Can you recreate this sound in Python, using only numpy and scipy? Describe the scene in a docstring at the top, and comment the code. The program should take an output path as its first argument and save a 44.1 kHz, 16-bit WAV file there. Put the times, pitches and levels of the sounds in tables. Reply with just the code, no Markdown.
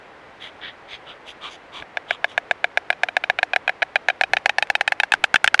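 """Short hisses over a steady night rush, then slow bill claps from one stork; its mate joins and both speed up.
Hisses are noise jets through throat resonances; dull noise bumps are feet shifting in the nest.
Each clap is a dry bill snap, a contact crack and a ringing throat pouch retuned as the neck bends.
The nest floor echoes each clap; a close nest camera overloads on the sharpest ones and limits the band."""
import sys
import numpy as np
from scipy import signal
from scipy.fft import rfft, irfft, next_fast_len
from scipy.io import wavfile
from scipy.ndimage import map_coordinates

SR = 44100
rng = np.random.default_rng(int(sys.argv[2]) if len(sys.argv) > 2 else 0)


def file_out(sig):
    """Save sig as 16-bit WAV at sys.argv[1]."""
    # one column per channel
    cols = np.atleast_2d(sig).T
    # limit, then scale
    lim = np.clip(cols, -1, 1)
    pcm = np.round(lim * 32767).astype(np.int16)
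    wavfile.write(sys.argv[1], SR, pcm)


N = 246959  # length in samples

# night air and microphone noise spectrum: [freq_hz, level_db]
NIGHT_SPECTRUM = [(15, -55), (25, -20), (96, -13.5), (232, -14), (293, -8.5), (400, -9.5), (432, -6.5),
                  (763, -6.5), (1220, -10.5), (1990, -11.5), (2390, -15.5), (12200, -52), (15900, -82),
                  (22000, -120)]
# feet bumping the nest: [middle_s, length_s, level_db]
FOOT_BUMPS = [(1.46, .05, -60), (1.816, .07, -45), (4.326, 0.22, -51), (5.204, .13, -48.5)]
# hisses: [middle_s, length_s, level_db, low_resonance_hz, main_resonance_hz, fizz_db]
HISSES = [(0.45, 0.13, -39, 2070, 3170, -19), (0.662, 0.13, -35.5, 1870, 3250, -35),
          (0.927, 0.12, -38, 2310, 3330, -18), (1.1, .11, -40.5, 1340, 2930, -22),
          (1.293, 0.094, -40, 2347, 3230, -12.5), (1.457, 0.12, -35, 1180, 3300, -18.5),
          (1.529, 0.1, -43, 2130, 3100, -6.5), (1.772, 0.12, -37, 1090, 3330, -17),
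          (2.122, .11, -37.5, 1180, 3040, -19), (2.311, 0.095, -45.5, 2160, 3000, -12.5)]
# fixed hiss resonances: [freq_hz, width_hz, level_db]
WINDPIPE_MODES = [(2330, 62, -1.5), (3470, 460, -1.5)]
# air at the bill's edge, spectrum: [freq_hz, level_db]
FIZZ_SPECTRUM = [(1500, -29), (3500, -3), (4700, 7), (5400, 0), (6300, 4.5), (7300, -5), (8400, -5),
                 (9300, -13), (10400, -7.5), (12000, -21)]
# horn contact spectrum: [freq_hz, level_db]
CRACK_SPECTRUM = [(1500, -6), (3500, -3), (5500, -0.5), (7500, -11.5), (10500, -16), (12000, -22.5)]
# bill tips grazing between claps: [start_s, level_db]
BILL_TICKS = [(4.3853, -41), (4.672, -42), (5.1508, -37), (5.4626, -33), (5.578, -38)]
# bill modes: [freq_hz, level_db, t60_s]
FIRST_BILL = [(1964, 2.5, 0.0022), (2220, -2, 0.011), (2890, -13, 0.016)]
MATE_BILL = [(2370, 5.5, 0.0019), (3500, -11, 0.0029)]
# throat modes: [bill_level_hz, bill_up_hz, head_back_hz, level_db, head_back_gain_db, t60_s]
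FIRST_THROAT = [(704, 800, 873, -9, -16, 0.03), (860, 996, 790, -7.5, 3, 0.0078),
                (1671, 1785, 1485, 1, 1, .012), (2274, 2580, 2790, -8.5, -4, 0.015),
                (3330, 3430, 3170, -19, 10.5, 0.012), (3520, 4220, 3500, -8.5, -26, 0.0096)]
MATE_THROAT = [(720, 843, 910, -7, -7, 0.021), (1610, 1814, 1716, -5, 4, 0.016),
               (2413, 2564, 2575, -3, 0, 0.015), (3040, 3070, 3080, -8.5, 6, 0.0087),
               (3820, 3800, 3500, -16, 0.5, 0.026)]
# neck posture: [time_s, bend (0 bill level, 1 bill up, 2 head on the back)]
FIRST_NECK = [(2.3, 0.031), (3.3, 0.39), (4.2, 0.6), (4.65, 1.15), (4.92, 1.16), (5.15, 1.82)]
MATE_NECK = [(3.3, 0.17), (4.1, 0.21), (4.55, 1.1), (5.0, 1.35), (5.35, 1.99)]
# pace, quickening overall: [time_s, interval_s]
FIRST_PACE = [(1.82, 0.1482), (1.97, 0.1368), (2.77, 0.1294), (3.03, 0.1332), (3.3, 0.1306), (3.69, 0.1332),
              (4.21, 0.1233), (4.46, 0.1252), (4.7, 0.109), (4.92, 0.1133), (5.03, 0.1034), (5.44, 0.1003)]
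MATE_PACE = [(2.93, 0.1588), (3.09, 0.152), (3.53, 0.1438), (3.82, 0.1416), (4.24, 0.1322), (4.37, 0.1259),
             (4.49, 0.1303), (5.0, 0.1203), (5.48, 0.1167)]
# effort, easing briefly as the necks cross: [time_s, clap_level_db, treble_share_db]
FIRST_EFFORT = [(2.3, -13, -29), (3.53, -12, -25.5), (3.71, -16, -32.5), (3.92, -12, -28),
                (4.38, -11.5, -22.5), (4.65, -13.5, -19.5), (5.02, -14.5, -26.5), (5.2, -10, -19)]
MATE_EFFORT = [(3.35, -15, -28.5), (3.7, -14.5, -35), (3.96, -18.5, -35), (4.15, -15.7, -26.5),
               (4.551, -14.5, -19), (5.0, -13, -20.5), (5.38, -10, -23.5)]

NIGHT_DB = -45
MAIN_WIDTH_HZ, HISS_EDGE_S = 600, 0.049  # main hiss resonance; attack and release, at most half the hiss
FIRST_START_S, MATE_START_S = 1.8235, 2.9277
ECHO_S, ECHO_RISE_S, ECHO_DB = 0.0053, 0.000575, -19.5  # delay, added delay per step of bend, level
TOP_HZ = 11600  # upper band edge


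def amp(db):
    """Decibels to gain."""
    return 10 ** (np.asarray(db) / 20)


def unit(x):
    """x at rms 1."""
    return x / np.sqrt(np.mean(x ** 2) + 1e-20)


def blow(x):
    """A short sound scaled to the energy of 10 ms at rms 1."""
    return x / np.sqrt(np.sum(x ** 2) / (SR / 100))


def filtered(x, response):
    """x times a response of frequency."""
    size = next_fast_len(len(x) + 2048)
    hz = np.fft.rfftfreq(size, 1 / SR)
    return irfft(rfft(x, size) * response(hz), size)[:len(x)]


def butter(x, hz, kind, order):
    """A causal low-pass or high-pass."""
    sos = signal.butter(order, min(hz, 0.45 * SR), kind, fs=SR, output="sos")
    return signal.sosfilt(sos, x)


def noise(spectrum, size):
    """Noise of rms 1 coloured by (freq_hz, level_db) points."""
    point_hz, point_db = np.transpose(spectrum)

    def colour(hz):
        return amp(np.interp(np.log(hz + 1), np.log(point_hz), point_db))

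    return unit(filtered(rng.standard_normal(size), colour))


def uneven(x, width_hz, depth_db):
    """x at rms 1 with chance peaks and dips in its spectrum, new for every sound."""
    knots = rng.standard_normal(256)

    def ripple(hz):
        return amp(depth_db * map_coordinates(knots, [hz / width_hz], mode="mirror"))

    return unit(filtered(x, ripple))


def ring(t, hz, db, t60):
    """A damped mode, silent before t = 0; t60 is its 60 dB decay in s."""
    t = np.maximum(t, 0)
    return amp(db - 60 * t / t60) * np.sin(2 * np.pi * hz * t)


def add(track, start_s, x):
    """Mix x into the track at start_s."""
    part = track[max(round(start_s * SR), 0):][:len(x)]
    part += x[:len(part)]


def night():
    """A rush of night air and microphone noise that wavers slightly."""
    waver_db = 0.34 * unit(butter(rng.standard_normal(N), 12, "low", order=2))
    return amp(NIGHT_DB + waver_db) * noise(NIGHT_SPECTRUM, N)


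def footfall():
    """Dull low-frequency bumps in the nest as the birds shift their weight."""
    out = np.zeros(N)
    spectrum = [(20, -3), (70, 4), (150, -2), (400, -1), (1500, -39.0)]
    for middle_s, length_s, level_db in FOOT_BUMPS:
        size = int(length_s * SR)
        bump = np.hanning(size) * noise(spectrum, size)
        add(out, middle_s - length_s / 2, amp(level_db) * bump)
    return out


def throat_response(hz, modes):
    """Parallel resonances of a voiceless throat, alternating in sign up the spectrum."""
    total = 0
    for k, (center_hz, width_hz, level_db) in enumerate(sorted(modes)):
        damping = 1j * hz * width_hz
        total = total + (-1) ** k * amp(level_db) * damping / (center_hz ** 2 - hz ** 2 + damping)
    return total


def hisses():
    """Short jets of air through the throat resonances, with turbulence and fizz at the bill's edge."""
    out = np.zeros(N)
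    rush_spectrum = [(500, -5), (1100, -5), (2600, -1), (3800, 6), (4500, -28), (7000, -43)]
    for middle_s, length_s, level_db, low_hz, main_hz, fizz_db in HISSES:
        size = int(length_s * SR)
        low_db = -0.5 - 0.2 * (fizz_db + 19)  # less fizz: deeper in the throat
        modes = [(low_hz, 0.12 * low_hz, low_db), (main_hz, MAIN_WIDTH_HZ, 0)]
        modes += map(tuple, WINDPIPE_MODES)
        jet = filtered(rng.standard_normal(size), lambda hz: throat_response(hz, modes))
        jet = unit(butter(jet, 4500, "low", order=8))
        # broad turbulence fills the valleys between resonances
        rush = amp(-3.5) * noise(rush_spectrum, size)
        fizz = amp(fizz_db) * uneven(noise(FIZZ_SPECTRUM, size), width_hz=486, depth_db=2.8)
        sputter_db = 2 * unit(butter(rng.standard_normal(size), 170, "low", order=2))
        swell = unit(amp(sputter_db)) * signal.windows.tukey(size, 2 * HISS_EDGE_S / length_s)
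        add(out, middle_s - length_s / 2, amp(level_db) * swell * (jet + rush + fizz))
    return out


def crack(t, t60, tail_db, tail_t60):
    """Bright contact noise with a faint scatter from the twigs of the nest."""
    horn = uneven(noise(CRACK_SPECTRUM, len(t)), width_hz=560, depth_db=2.0)
    decay = amp(-60 * t / t60) + amp(tail_db - 60 * t / tail_t60)
    return blow(horn * decay)


def ticks():
    """The bill tips graze each other without ringing the throat."""
    out, t = np.zeros(N), np.arange(SR // 20) / SR
    for start_s, level_db in BILL_TICKS:
        tip = blow(ring(t, 2140, 0, 0.0039))
        graze = amp(-16) * crack(t, t60=0.016, tail_db=-11, tail_t60=0.024)
        add(out, start_s, amp(level_db) * (tip + graze))
    return out


def clap_times(start_s, pace):
    """Each clap follows the last at the bird's current pace."""
    times = [start_s]
    while times[-1] < N / SR:
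        times.append(times[-1] + np.interp(times[-1], *np.transpose(pace)))
    return times[:-1]


def bout(start_s, pace, neck, effort, timid_db, timid_share):
    """Rows (start_s, bend, level_db, treble_db): the first claps are timid, each less so than the last."""
    claps = []
    effort_s, *effort_columns = np.transpose(effort)
    for k, clap_s in enumerate(clap_times(start_s, pace)):
        bend = np.interp(clap_s, *np.transpose(neck))
        level_db, treble_db = (np.interp(clap_s, effort_s, column) for column in effort_columns)
        level_db = level_db - timid_db * min(timid_share, 1) ** k
        claps.append((clap_s, bend, level_db, treble_db))
    return claps


def bill_snap(t, bill):
    """The mandibles strike and ring briefly, tuned slightly differently each time."""
    return sum(ring(t, hz * (1 + rng.normal(0, 0.0067)), db, t60) for hz, db, t60 in bill)


def throat_pouch(t, throat, bend):
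    """The pouch rings at modes tuned by the bend of the neck."""
    back = max(bend - 1, 0)
    pouch = np.zeros(len(t))
    for *tuning_hz, level_db, back_db, t60 in throat:
        hz = np.interp(bend, np.arange(3), tuning_hz)
        mode_db = level_db + back * back_db + rng.normal(0, 0.84)
        pouch += ring(t, hz, mode_db, t60)
    return pouch


def clatter(claps, bill, throat, lag_s, soft_hz, thin_hz, away_db, crack_db):
    """The mandibles snap shut; a moment later the throat rings; the nest floor echoes both."""
    out, t = np.zeros(N), np.arange(SR // 20) / SR
    for start_s, bend, level_db, treble_db in claps:
        back = max(bend - 1, 0)
        delay_s = lag_s * (1 + rng.normal(0, 0.05))
        # the bill turns away from the microphone as the head goes back
        body = amp(away_db * bend) * bill_snap(t, bill) + throat_pouch(t - delay_s, throat, bend)
        body = butter(body, 507, "high", order=2)
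        # the stretched pouch radiates less bass
        body = butter(body, thin_hz * (1 + 0.81 * back), "high", order=3)
        # harder blows have a shorter contact and are brighter
        body = butter(body, soft_hz * amp(0.13 * (treble_db + 26.5)), "low", order=3)
        edge = amp(treble_db + crack_db) * crack(t, t60=0.0038, tail_db=-14, tail_t60=0.042)
        clap = amp(level_db) * (blow(body) + edge)
        add(out, start_s, clap)
        # weak, bright floor echo, later as the head rises
        echo_s = start_s + ECHO_S + ECHO_RISE_S * bend + rng.normal(0, 0.00023)
        add(out, echo_s, amp(ECHO_DB) * butter(clap, 550, "high", order=1))
    return out


def scene():
    """Both birds and the night at one microphone, the same in both channels."""
    first_claps = bout(FIRST_START_S, FIRST_PACE, FIRST_NECK, FIRST_EFFORT, timid_db=19.5, timid_share=0.32)
    mate_claps = bout(MATE_START_S, MATE_PACE, MATE_NECK, MATE_EFFORT, timid_db=13.0, timid_share=0.53)
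    first = clatter(first_claps, FIRST_BILL, FIRST_THROAT, lag_s=0.001206,
                    soft_hz=3460, thin_hz=460, away_db=-4, crack_db=3.5)
    mate = clatter(mate_claps, MATE_BILL, MATE_THROAT, lag_s=0.00126,
                   soft_hz=3400, thin_hz=560, away_db=-0.5, crack_db=2.5)
    mono = night() + footfall() + hisses() + ticks() + mate + first
    return np.array([mono, mono])


def record(dry):
    """The camera overloads at full scale and keeps a limited band."""
    clipped = np.clip(dry, -1, 1)
    # each overload shifts the amplifier's bias for a moment: a low thump
    thump = amp(-5) * butter(np.abs(dry - clipped), 430, "low", order=2)

    def band(hz):
        return 1 / np.sqrt(1 + (hz / TOP_HZ) ** 48)

    return np.array([filtered(side, band) for side in clipped - thump])


dry = scene()
out = record(dry)
file_out(out)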